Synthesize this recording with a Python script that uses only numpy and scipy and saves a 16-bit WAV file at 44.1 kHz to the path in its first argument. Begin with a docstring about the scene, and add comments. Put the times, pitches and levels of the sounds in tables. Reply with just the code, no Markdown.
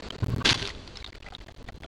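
"""An oar breaking thin ice

An oar bumps a rowing boat and makes the hull ring, then crunches through thin lake ice and splashes in.
Shards clink and scrape along the blade, over a quiet outdoor hiss and a low rumble of air.
The sound keeps cutting out for split seconds, and stops dead just before the end."""
import sys
import numpy as np
from scipy import signal
from scipy.fft import rfft, irfft, next_fast_len
from scipy.io import wavfile

SR = 44100
rng = np.random.default_rng(int(sys.argv[2]) if len(sys.argv) > 2 else 0)


def int16_out(signal):
    """Quantize to a 16-bit WAV file."""
    q = np.round(np.clip(np.atleast_2d(signal).T, -1, 1) * 32767)
    wavfile.write(sys.argv[1], SR, q.astype(np.int16))


N = 85995

# The blade crushes the ice. Each row: time in seconds, level in dB.
CRUNCH_LEVELS = [(0.44, -68), (0.449, -25), (0.458, -20.5), (0.51, -27.5), (0.532, -22.5), (0.555, -32),
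                 (0.57, -45), (0.59, -36), (0.68, -43), (0.708, -41.5), (0.725, -54), (0.8, -53.5),
                 (0.95, -55), (1.0, -51), (1.1, -57), (1.27, -58), (1.42, -56), (1.55, -59)]
# The bigger cracks. Each row: start in seconds, level in dB, pitch in Hz.
BIG_CRACKS = [(0.4481, -25, 1020), (0.4555, -14.5, 2730), (0.4591, -18, 3280), (0.476, -17, 4230),
              (0.4912, -12, 3400), (0.498, -13.5, 3630), (0.5052, -14, 3030), (0.5095, -19.5, 4760),
              (0.5142, -22.5, 2840), (0.524, -50, 2500), (0.549, -32, 3870), (0.576, -30, 4550),
              (0.596, -29.5, 3250), (0.6198, -29, 3720), (0.6252, -23.5, 4060), (0.6355, -40, 3600),
              (0.6475, -43, 3850), (0.6639, -29, 3770), (0.6741, -25.5, 4600), (0.684, -31.5, 1670),
              (0.692, -31, 4250)]
# The ice sheet and the blade ring. Each row: pitch in Hz, width in Hz, boost in dB.
ICE_RINGS = [(399, 47, 5), (947, 54, 4.5), (1050, 27, 7), (1567, 70, 3.5), (2096, 120, 4.5),
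             (2680, 87, 4.5), (2980, 22, 4), (3146, 45, 8), (3430, 27, 10), (3460, 23, 10.5),
             (3916, 35, 0.5), (4100, 35, 7.5), (4667, 35, 9)]
# The oar bumps the boat. Each row: start in seconds, level in dB.
OAR_BUMPS = [(0.2232, -18), (0.2326, -18), (0.2621, -23), (0.2829, -19), (0.301, -28), (0.318, -24),
             (0.3347, -17.5), (0.36, -19.5), (0.381, -19.5), (0.405, -26.5), (0.442, -30.5), (0.485, -35),
             (0.513, -18.5), (0.556, -27.5), (0.616, -28)]
# The hull's notes. Each row: pitch in Hz, level in dB, seconds to fade by 60 dB.
HULL_NOTES = [(112.4, 1.5, 0.091), (162.7, -11.5, 0.16), (239.8, -12.5, 0.16), (247, -11, 0.068),
              (295, -29.5, 0.11), (431, -9, 0.038), (544, -12, 0.024), (864, -27, .04)]
# The oar rubs in its rowlock. Each row: start in seconds, length in seconds, level in dB.
ROWLOCK_RUBS = [(0.229, 0.011, -36.5), (0.293, 0.098, -47.5), (0.402, 0.027, -37)]
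# Shards hit the blade. Each row: start in seconds, level in dB, pitch in Hz,
# seconds for the ping to fade by 60 dB, knock level in dB compared with the shard.
SHARD_HITS = [(0.1048, -27, 3180, .012, -18.5), (0.652, -27, 3780, 0.028, -28),
              (0.702, -35.5, 2040, 0.026, -14), (0.7495, -39.5, 3470, 0.011, -27),
              (0.876, -35.5, 4460, 0.017, -30), (0.956, -37.5, 3900, 0.04, -26),
              (0.971, -33.5, 5300, 0.023, -21), (0.985, -50, 1500, 0.028, -5),
              (1.001, -44.5, 3980, 0.038, -18), (1.0234, -40.5, 2150, 0.02, -24),
              (1.0431, -33, 3750, 0.043, -27), (1.0627, -37.5, 3680, .025, -24),
              (1.0745, -37, 3710, 0.015, -5), (1.128, -41.5, 2140, 0.015, -3),
              (1.15, -40, 3860, 0.016, -7.5), (1.153, -40.5, 2150, 0.023, -13),
              (1.226, -44, 2830, 0.046, -24), (1.2624, -41, 2010, 0.069, -18), (1.275, -53, 2700, .03, -4),
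              (1.284, -41, 2350, 0.021, -10), (1.3225, -44.5, 1430, .03, -14),
              (1.335, -47.5, 3540, 0.033, -9), (1.3496, -33, 3720, 0.025, -29),
              (1.41, -47, 2010, 0.031, -12), (1.484, -42.5, 1800, 0.032, -1),
              (1.6764, -52, 3550, 0.04, -26), (1.686, -36.5, 1960, 0.026, -1),
              (1.8336, -37, 2350, .025, -4.5), (1.843, -44, 3190, 0.03, 3.5)]
# The blade scrapes the ice. Each row: start in seconds, length in seconds, level in dB.
BLADE_SCRAPES = [(1.243, 0.06, -49.5), (1.322, 0.037, -50.5), (1.483, 0.028, -55.5), (1.686, 0.017, -43.5),
                 (1.842, 0.029, -56)]
# The scraping blade's hollow ring. Each row: pitch in Hz, width in Hz, boost in dB.
BLADE_RINGS = [(585, 72, 13), (755, 68, 17.5), (1320, 200, 9)]
# Air pockets gulp. Each row: start in seconds, level in dB, pitch in Hz, seconds to fade by 60 dB.
AIR_GULPS = [(0.617, -31.5, 395.6, 0.27), (0.618, -36, 1550, 0.12), (0.619, -38, 645, 0.11),
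             (1.275, -44, 776, .08), (1.323, -38.5, 742, 0.072), (1.687, -39.5, 608, 0.066)]
# How loud the stirred water and the outdoor hiss are. Each row: time in seconds, level in dB.
SPLASH_LEVELS = [(0.435, -54), (0.452, -26), (0.52, -36.5), (0.57, -42), (0.66, -55.5), (0.74, -50.5),
                 (1.3, -63), (1.49, -52), (1.56, -70), (1.615, -42), (1.66, -56.5), (1.86, -46.5)]
HISS_LEVELS = [(0, -39), (0.16, -41.5), (0.25, -46), (0.4, -43.5), (0.75, -48.5), (0.95, -51), (1.2, -51),
               (1.5, -53), (1.85, -60.5)]
# A colour says how strong a sound's lows and highs are. Each row: frequency in Hz, level in dB.
ICE_COLOUR = [(100, -8), (300, -9), (550, -13), (800, -8), (1300, -8), (1600, -6), (2300, -7.5),
              (3100, -5.5), (4400, -4.5), (5100, -11), (6200, -11), (7600, -21.5), (10500, -28.5),
              (12000, -38.5), (13200, -67), (16000, -73)]
ROWLOCK_COLOUR = [(300, -6.5), (800, -4), (1130, 10), (1330, -9), (1530, 5), (1850, -24), (2550, -9),
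                  (3400, -15), (9000, -49.5)]
CLINK_COLOUR = [(200, -30), (1000, 5), (2200, 3.5), (4500, 3), (5300, -5), (7200, -10), (9000, -16),
                (12000, -31), (16000, -35.5)]
WOOD_COLOUR = [(80, 5), (250, 6.5), (420, -3.5), (660, 8), (900, -15), (1400, -1.5), (2500, -59),
               (8000, -64)]
SCRAPING_COLOUR = [(150, -9), (400, -6.5), (1000, -2), (2200, -9), (5000, -14), (12000, -50)]
WATER_COLOUR = [(50, -17), (120, -2.5), (240, -1), (400, -4), (600, -11), (1200, -23), (4000, -53),
                (12000, -78.5)]
OUTDOOR_COLOUR = [(60, -1), (160, -0.5), (330, 1), (480, 1), (700, -7.5), (1100, -8.5), (2200, -13),
                  (3300, -14), (4500, -10), (5500, -24), (7500, -24), (9300, -39.5)]
RUMBLE_COLOUR = [(10, -8.5), (25, -1.5), (40, 1.5), (75, -2), (130, -12.5), (250, -26), (800, -58.5)]
# The sound cuts out. Each entry is a start in seconds.
GAP_STARTS = [.0085, .0868, .1129, .1391, .1652, .1913, .2175, .2436, .2697, .2958, .3219, .3481, .3742,
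              .4003, .4264, .5309, 1.0272, 1.0534, 1.0795, 1.1056, 1.1317, 1.1578, 1.184, 1.2101, 1.2362,
              1.2885, 1.3146, 1.3407, 1.3668, 1.393, 1.4191, 1.4452, 1.4713, 1.4974, 1.5236, 1.5497, 1.5758,
              1.628, 1.6542, 1.6803, 1.7064, 1.7315, 1.7587, 1.7848, 1.8109, 1.8371]


def ice(breaks_per_s=3500, spread_db=2):
    """Many tiny breaks and a few big cracks make the ice sheet and the blade ring."""
    breaks = (rng.random(N) < breaks_per_s / SR) * rng.choice([-1, 1], N)
    breaks = breaks * gain(spread_db * np.clip(rng.standard_normal(N), -2, 2))
    out = coloured(breaks * loudness(CRUNCH_LEVELS), ICE_COLOUR, ICE_RINGS)
    out /= np.std(coloured(breaks, ICE_COLOUR, ICE_RINGS))
    for start, db, hz in BIG_CRACKS:
        rings = ICE_RINGS + [(hz, 0.55 * hz, 14)]  # each crack adds its own broad ring
        add(out, start, gain(db) * burst(ICE_COLOUR, rings, rise_s=0.00032, fade_s=0.012))
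    return out


def boat():
    """Each bump rings the hull's notes a little differently, and the oar rubs in its rowlock."""
    out, t = np.zeros(N), np.arange(SR // 3) / SR
    for start, db in OAR_BUMPS:
        for hz, note_db, fade_s in HULL_NOTES:
            strength = gain(db + note_db + rng.normal(0, 1))
            note = np.sin(2 * np.pi * hz * (1 + rng.normal(0, 0.023)) * t)
            add(out, start, strength * note * rise_and_fade(t, 0.0019, fade_s))
    return out + rubbing(ROWLOCK_RUBS, ROWLOCK_COLOUR, spread_db=5.5)


def shards(rise_s=0.0007):
    """Each loose piece of ice cracks, pings on after the crack and knocks the wooden blade."""
    out, t = np.zeros(N), np.arange(SR // 6) / SR
    for start, db, hz, fade_s, knock_db in SHARD_HITS:
        crack = burst(CLINK_COLOUR, [(hz, 0.19 * hz, 12.5)], rise_s, 0.62 * fade_s)
        ping = gain(1) * np.sin(2 * np.pi * hz * t) * rise_and_fade(t, rise_s, fade_s)
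        knock = gain(knock_db) * burst(WOOD_COLOUR, [], rise_s, fade_s=0.055)
        add(out, start, gain(db) * (crack + ping + knock))
    return out


def scrapes():
    """The blade's edge drags along the ice and rings with a hollow sound."""
    return rubbing(BLADE_SCRAPES, SCRAPING_COLOUR, spread_db=7, rings=BLADE_RINGS)


def water(pitch_rise_per_s=0.35):
    """Water washes round the blade, and trapped air rings with a rising pitch."""
    out = loudness(SPLASH_LEVELS) * noise(WATER_COLOUR)
    t = np.arange(SR // 3) / SR
    for start, db, hz, fade_s in AIR_GULPS:
        note = np.sin(2 * np.pi * hz * t * (1 + pitch_rise_per_s * t / 2))
        add(out, start, gain(db) * note * rise_and_fade(t, 0.0012, fade_s))
    return out


def air(top_hz=9800):
    """The lakeside hisses softly, and air rumbles over the microphone."""
    hiss = loudness(HISS_LEVELS) * noise(OUTDOOR_COLOUR)
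    rumble = gain(-45) * noise(RUMBLE_COLOUR)
    return signal.sosfilt(signal.butter(10, top_hz, fs=SR, output="sos"), hiss + rumble)


def rubbing(strokes, colour, spread_db, rings=()):
    """Two surfaces slip unevenly, swelling and fading over each stroke."""
    slips = rng.standard_normal(N) * gain(spread_db * rng.standard_normal(N))
    swells, t = np.zeros(N), np.arange(N) / SR
    for start, length, db in strokes:
        progress = np.clip((t - start) / length, 0, 1)
        swells += gain(db) * np.sqrt(np.abs(np.sin(np.pi * progress)))
    return swells * normalise(coloured(slips, colour, rings))


def burst(colour, rings, rise_s, fade_s):
    """A short puff of noise for a crack or knock, with a strength of about 1 at its loudest."""
    shape = rise_and_fade(np.arange(SR // 6) / SR, rise_s, fade_s)
    sound = coloured(shape * rng.standard_normal(len(shape)), colour, rings)
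    return sound * np.linalg.norm(shape / shape.max()) / np.linalg.norm(sound)


def noise(colour):
    """Steady noise of the given colour."""
    return normalise(coloured(rng.standard_normal(N), colour))


def coloured(sound, colour, rings=()):
    """Shape a sound's lows and highs, and boost the pitches where it rings."""
    size = 2 * next_fast_len(len(sound) // 2 + SR // 10)
    hz = np.fft.rfftfreq(size, 1 / SR)
    colour_hz, colour_db = np.transpose(colour)
    curve = gain(np.interp(np.log(hz + 1), np.log(colour_hz), colour_db))
    boost = sum(gain(db) ** 2 / (1 + (2 * (hz - pitch) / width) ** 2) for pitch, width, db in rings)
    # Fold the filter so that ringing comes after each hit, never before it.
    folded = irfft(np.log(curve * np.sqrt(1 + boost)), size)
    folded[1:size // 2] *= 2
    folded[size // 2 + 1:] = 0
    return irfft(rfft(sound, size) * np.exp(rfft(folded)), size)[:len(sound)]


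def rise_and_fade(t, rise_s, fade_s):
    """Rise quickly, and die away by 60 dB every fade_s seconds."""
    return (1 - np.exp(-t / rise_s)) * np.exp(-np.log(1000) * t / fade_s)


def gain(db):
    """Turn decibels into a number to multiply by."""
    return 10 ** (np.asarray(db) / 20)


def loudness(rows):
    """Join rows of time and level into a gain for every sample."""
    return gain(np.interp(np.arange(N) / SR, *np.transpose(rows)))


def normalise(sound):
    """Bring a sound's average strength (rms) to 1."""
    return sound / np.sqrt(np.mean(sound ** 2) + 1e-20)


def add(track, start_s, sound):
    """Mix a sound into the track at the given time."""
    part = track[max(round(start_s * SR), 0):][:len(sound)]
    part += sound[:len(part)]


def scene():
    """All the sources together in one channel."""
    return (air() + boat() + ice() + shards() + scrapes() + water())[None]


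def record(dry, gap_db=-34.5, beat_s=0.02, first_beat_s=0.0027, stop_s=1.863, top_hz=16300):
    """The sound drops out again and again, then stops; the very highest pitches are cut off."""
    t = np.arange(N) / SR
    volume = np.where(t < stop_s, 1.0, 0.0)
    for start in GAP_STARTS:
        end = start + (first_beat_s - start) % beat_s  # the next beat of a steady clock
        volume[(t >= start) & (t < end)] = gain(gap_db)
    size = next_fast_len(N + SR // 10)
    below_top = np.fft.rfftfreq(size, 1 / SR) < top_hz
    return irfft(rfft(dry * volume, size) * below_top, size)[:, :N]


dry = scene()
out = record(dry)
int16_out(out)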